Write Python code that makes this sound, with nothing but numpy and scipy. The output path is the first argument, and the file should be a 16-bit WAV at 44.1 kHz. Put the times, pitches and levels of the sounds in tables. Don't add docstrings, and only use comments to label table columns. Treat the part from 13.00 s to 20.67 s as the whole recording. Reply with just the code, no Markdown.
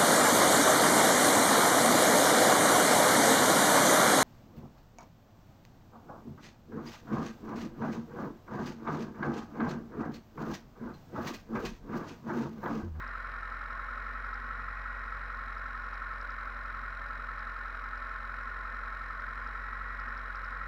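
import sys
import numpy as np
from scipy import signal
from scipy.fft import rfft, irfft
from scipy.io import wavfile
from scipy.ndimage import uniform_filter1d

SR = 44100
rng = np.random.default_rng(int(sys.argv[2]) if len(sys.argv) > 2 else 0)


def to_wav(s):
    ch = np.atleast_2d(s).T
    pcm = np.round(np.clip(ch, -1, 1) * 32767)
    wavfile.write(sys.argv[1], SR, pcm.astype(np.int16))


N = 338247
TIME = np.arange(N) / SR

# t/s, f/Hz
FIRING_RATE = [(0.0, 45.4), (0.25, 43.66), (0.77, 43.68), (1.05, 45.05), (1.74, 45.56), (2.06, 45.34),
               (2.71, 44.23), (2.87, 44.62), (3.18, 43.8), (3.88, 44.72), (3.96, 44.06), (4.7, 43.49),
               (5.24, 43.89), (5.43, 44.97), (6.09, 43.99), (6.82, 45.93), (7.38, 44.45), (7.67, 45.66)]
# multiple of the firing rate, level/dB at IDLE_HZ
EXHAUST_ORDERS = [(0.75, -86), (1, -44), (1.251, -70), (1.498, -69.5), (2, -66.5), (2.499, -79),
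                  (2.75, -82), (3, -62), (4.001, -79)]
# place/firings, relative level/dB
EXHAUST_THUMPS = [(0.75, -4.5), (1.75, -5.5), (2.349, 0), (3.78, -2)]
# f/Hz, bandwidth/Hz, lift/dB
PANEL_MODES = [(402, 21, 0.5), (499.6, 43, 2.5), (572.5, 23, 9.5), (656.5, 31, 6), (836, 49, 8.5),
               (1085.6, 91, 7), (1306, 46, 8.5), (1448, 43, 10), (1807, 51, 8), (2135, 79, 3),
               (2518, 120, 7), (2868, 75, 8.5), (3236, 220, 5.5), (3830, 270, 11.5), (4190, 265, 9),
               (4840, 140, 10), (5204, 290, 11), (5606, 300, 10.5), (7080, 320, 5), (9360, 430, 8.5)]
# place/firings, relative level/dB
FOLLOWER_TAPS = [(.17, -2), (.77, -1.5), (1.0, -2.5), (1.72, 0), (1.89, -4)]
# f/Hz, relative level/dB
FOLLOWER_SPECTRUM = [(500, -15), (1400, -13), (1650, 7.5), (2000, -2.5), (2300, -6.5), (2700, -24.5),
                     (4000, -30.5), (4600, -37), (6500, -50), (15000, -66.5)]
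# f/Hz, relative level/dB
CHAIN_SPECTRUM = [(150, -28), (330, -25), (450, -13.5), (740, -16.5), (950, -11.5), (1040, -2.5),
                  (1250, -2.5), (1400, -5), (1550, 0.5), (1870, -5.5), (2250, -12.5), (2700, -29.5),
                  (6500, -48.5), (15000, -61.5)]
# f/Hz, relative level/dB
VALVE_SPECTRUM = [(500, -10), (1500, 14.5), (2550, 2.5), (3000, -1.5), (3600, -4.5), (4050, -11.5),
                  (4500, -8), (5600, -13), (6100, -14), (9000, -20), (15000, -28.5)]
# place/firings, f/Hz, relative level/dB
CYLINDER_KNOCKS = [(.42, 1347, -5.5), (.76, 1424, -.5), (1.15, 1316, -12), (2.55, 1315, -8),
                   (2.78, 1336, 2), (3.25, 1326, -9), (3.72, 1393, -4)]
# t/s, relative level/dB
TAPPET_CLICKS = [(0.0765, -50), (1.3414, -50), (2.58, -53), (2.9402, -52), (3.2125, -48), (3.3044, -50),
                 (4.3912, -52), (4.9744, -52), (6.2046, -54), (6.473, -52), (6.998, -50), (7.0868, -55),
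                 (7.1761, -50), (7.3555, -48), (7.446, -50)]
# f/Hz, relative level/dB
TAPPET_SPECTRUM = [(1000, -19), (3000, -13), (4400, -5), (4750, -1.5), (5300, 3), (5700, -7), (6100, -21),
                   (9500, -31), (15000, -46)]
# f/Hz, relative level/dB
CABIN_SPECTRUM = [(20, 22.5), (55, 39.5), (70, 27.5), (100, 31), (190, 18.5), (300, 26), (2000, 6.5),
                  (7000, -2.5), (11000, -4.5), (15000, -4.5)]

IDLE_HZ, TOP_HZ = 44.5, 15150
TEETH_PER_FIRING = 42
VALVE_PLACE, LOOSE_PLACE, LOOSE_DB = .02, 3.40, -7.5


def undb(db):
    return 10 ** (np.asarray(db) / 20)


def level(x, db):
    return x * undb(db) / np.sqrt(np.mean(x ** 2))


def walk(rate_hz):
    hold = int(SR / rate_hz)
    steps = rng.standard_normal(4096)[np.arange(N) // hold]
    return 1.3 * uniform_filter1d(uniform_filter1d(steps, hold), hold)


def resonate(x, hz, width_hz, order=1):
    for _ in range(order):
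        x = signal.lfilter(*signal.iirpeak(hz, hz / width_hz, fs=SR), x)
    return x


def colour(x, spectrum=((1000, 0),), peaks=(), ring=1, size=8192):
    f = np.arange(size // 2 + 1) * SR / size
    hz, db = np.transpose(spectrum)
    db = np.interp(np.log(f + 1), np.log(hz), db)
    for centre, width, lift in peaks:
        db = db + ring * lift / (1 + (2 * (f - centre) / width) ** 2)
    cepstrum = irfft(np.log(undb(db)))
    cepstrum[1:size // 2] *= 2
    cepstrum[size // 2 + 1:] = 0
    response = irfft(np.exp(rfft(cepstrum)))
    return signal.fftconvolve(x, response)[:N]


def repeat(pattern, period):
    return [(start + place, db) for start in range(0, 4, period) for place, db in pattern]


def blows(firings, pattern, scatter_db, jitter_s, cycles=90):
    place, db = np.transpose(pattern)
    chance = rng.standard_normal((len(place), cycles, 2))
    due = place[:, None] + 4 * np.arange(cycles)
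    onset_s = np.interp(due, firings, TIME, right=-1) + jitter_s * chance[..., 0]
    gain = undb(db[:, None] + scatter_db * chance[..., 1])
    heard = (onset_s > 0) & (onset_s < TIME[-1])
    return np.bincount((onset_s[heard] * SR).astype(int), gain[heard], N)


def chatter(impulses, rise_s, size=1024):
    age = np.arange(size) / SR / rise_s
    envelope = age * np.exp(-age)
    burst = rng.standard_normal(size)
    for _ in range(3):
        phase = np.angle(rfft(burst * envelope))
        burst = irfft(np.exp(1j * phase))
    return signal.fftconvolve(impulses, burst)[:N]


def exhaust(firings):
    note = 0
    for multiple, db in EXHAUST_ORDERS:
        unsteady = .03 if multiple == 1 else .2 if multiple % 1 == 0 else .6
        wander = (walk(7) + 1j * walk(5.2)) / np.sqrt(2)
        phasor = np.sqrt(1 - unsteady ** 2) + unsteady * wander
        partial = np.real(phasor * np.exp(2j * np.pi * multiple * firings))
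        note = note - np.sqrt(2) * undb(db) * partial
    pulses = blows(firings, EXHAUST_THUMPS, scatter_db=2.5, jitter_s=.00065)
    thumps = resonate(resonate(pulses, hz=235, width_hz=27), hz=247, width_hz=37)
    return note + level(thumps, -63.5)


def panel_hum(firings):
    shakes = blows(firings, repeat([(0, 0)], period=1), scatter_db=1, jitter_s=.0001)
    hum = sum(resonate(shakes, hz, .86 * width, order=2) for hz, width, _ in PANEL_MODES[:5])
    return level(hum, -69)


def cabin_noise():
    return level(colour(rng.standard_normal(N), CABIN_SPECTRUM), -64)


def gear_whine(firings):
    mesh = np.cos(2 * np.pi * TEETH_PER_FIRING * firings + .38 * walk(25))
    return level(resonate(mesh, hz=1932, width_hz=55), -56)


def timing_drive(firings, link_count=120):
    taps = blows(firings, repeat(FOLLOWER_TAPS, period=2), scatter_db=.9, jitter_s=.00025)
    link_places = 4 * (np.arange(link_count) + rng.random(link_count)) / link_count
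    link_db = rng.standard_normal(link_count)
    link_hits = blows(firings, np.c_[link_places, link_db], scatter_db=.8, jitter_s=.0001)
    patter = chatter(link_hits, rise_s=.001186)
    rubbing = rng.standard_normal(N)
    chain = level(patter - patter.mean(), -1.3) + rubbing
    load = undb(np.cos(2 * np.pi * (firings - .1)))
    tapping = colour(taps, FOLLOWER_SPECTRUM, PANEL_MODES)
    clatter = colour(chain * load, CHAIN_SPECTRUM, PANEL_MODES)
    return level(tapping, -52.5) + level(clatter, -43)


def valves(firings, rise_s=.0018):
    seatings = repeat([(VALVE_PLACE, 0)], period=1) + [(LOOSE_PLACE, LOOSE_DB)]
    hits = blows(firings, seatings, scatter_db=.8, jitter_s=.00025)
    age = np.arange(2048) / SR / rise_s
    envelope = signal.fftconvolve(hits, age * np.exp(-age))[:N]
    contact = colour(envelope * rng.standard_normal(N), VALVE_SPECTRUM, PANEL_MODES)
    spring = resonate(hits, hz=3987, width_hz=510, order=5)
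    return level(contact, -61) + level(spring, -70.5)


def knock(firings):
    ringing = 0
    for place, hz, db in CYLINDER_KNOCKS:
        hits = blows(firings, [(place, db)], scatter_db=.6, jitter_s=.0002)
        ringing = ringing + resonate(hits, hz, width_hz=184, order=4)
    return level(colour(ringing, peaks=PANEL_MODES, ring=.3), -44.5)


def loose_tappet():
    hits = np.zeros(N)
    for onset_s, db in TAPPET_CLICKS:
        hits[int(onset_s * SR)] += undb(db)
    clicks = chatter(hits, rise_s=.00076)
    return undb(23) * colour(clicks, TAPPET_SPECTRUM, PANEL_MODES, ring=.4)


def scene():
    firing_hz = np.interp(TIME, *np.transpose(FIRING_RATE))
    firings = np.cumsum(firing_hz) / SR
    surge_hz = firing_hz - IDLE_HZ
    boom = (exhaust(firings) + panel_hum(firings)) * undb(.74 * surge_hz)
    ticking = valves(firings) * undb(-3.5 * np.maximum(surge_hz - .2, 0))
    engine = boom + ticking + knock(firings) + timing_drive(firings) + gear_whine(firings)
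    return (engine + loose_tappet() + cabin_noise())[None]


def record(dry):
    return signal.sosfilt(signal.ellip(10, .2, 70, TOP_HZ, fs=SR, output="sos"), dry)


dry = scene()
out = record(dry)
to_wav(out)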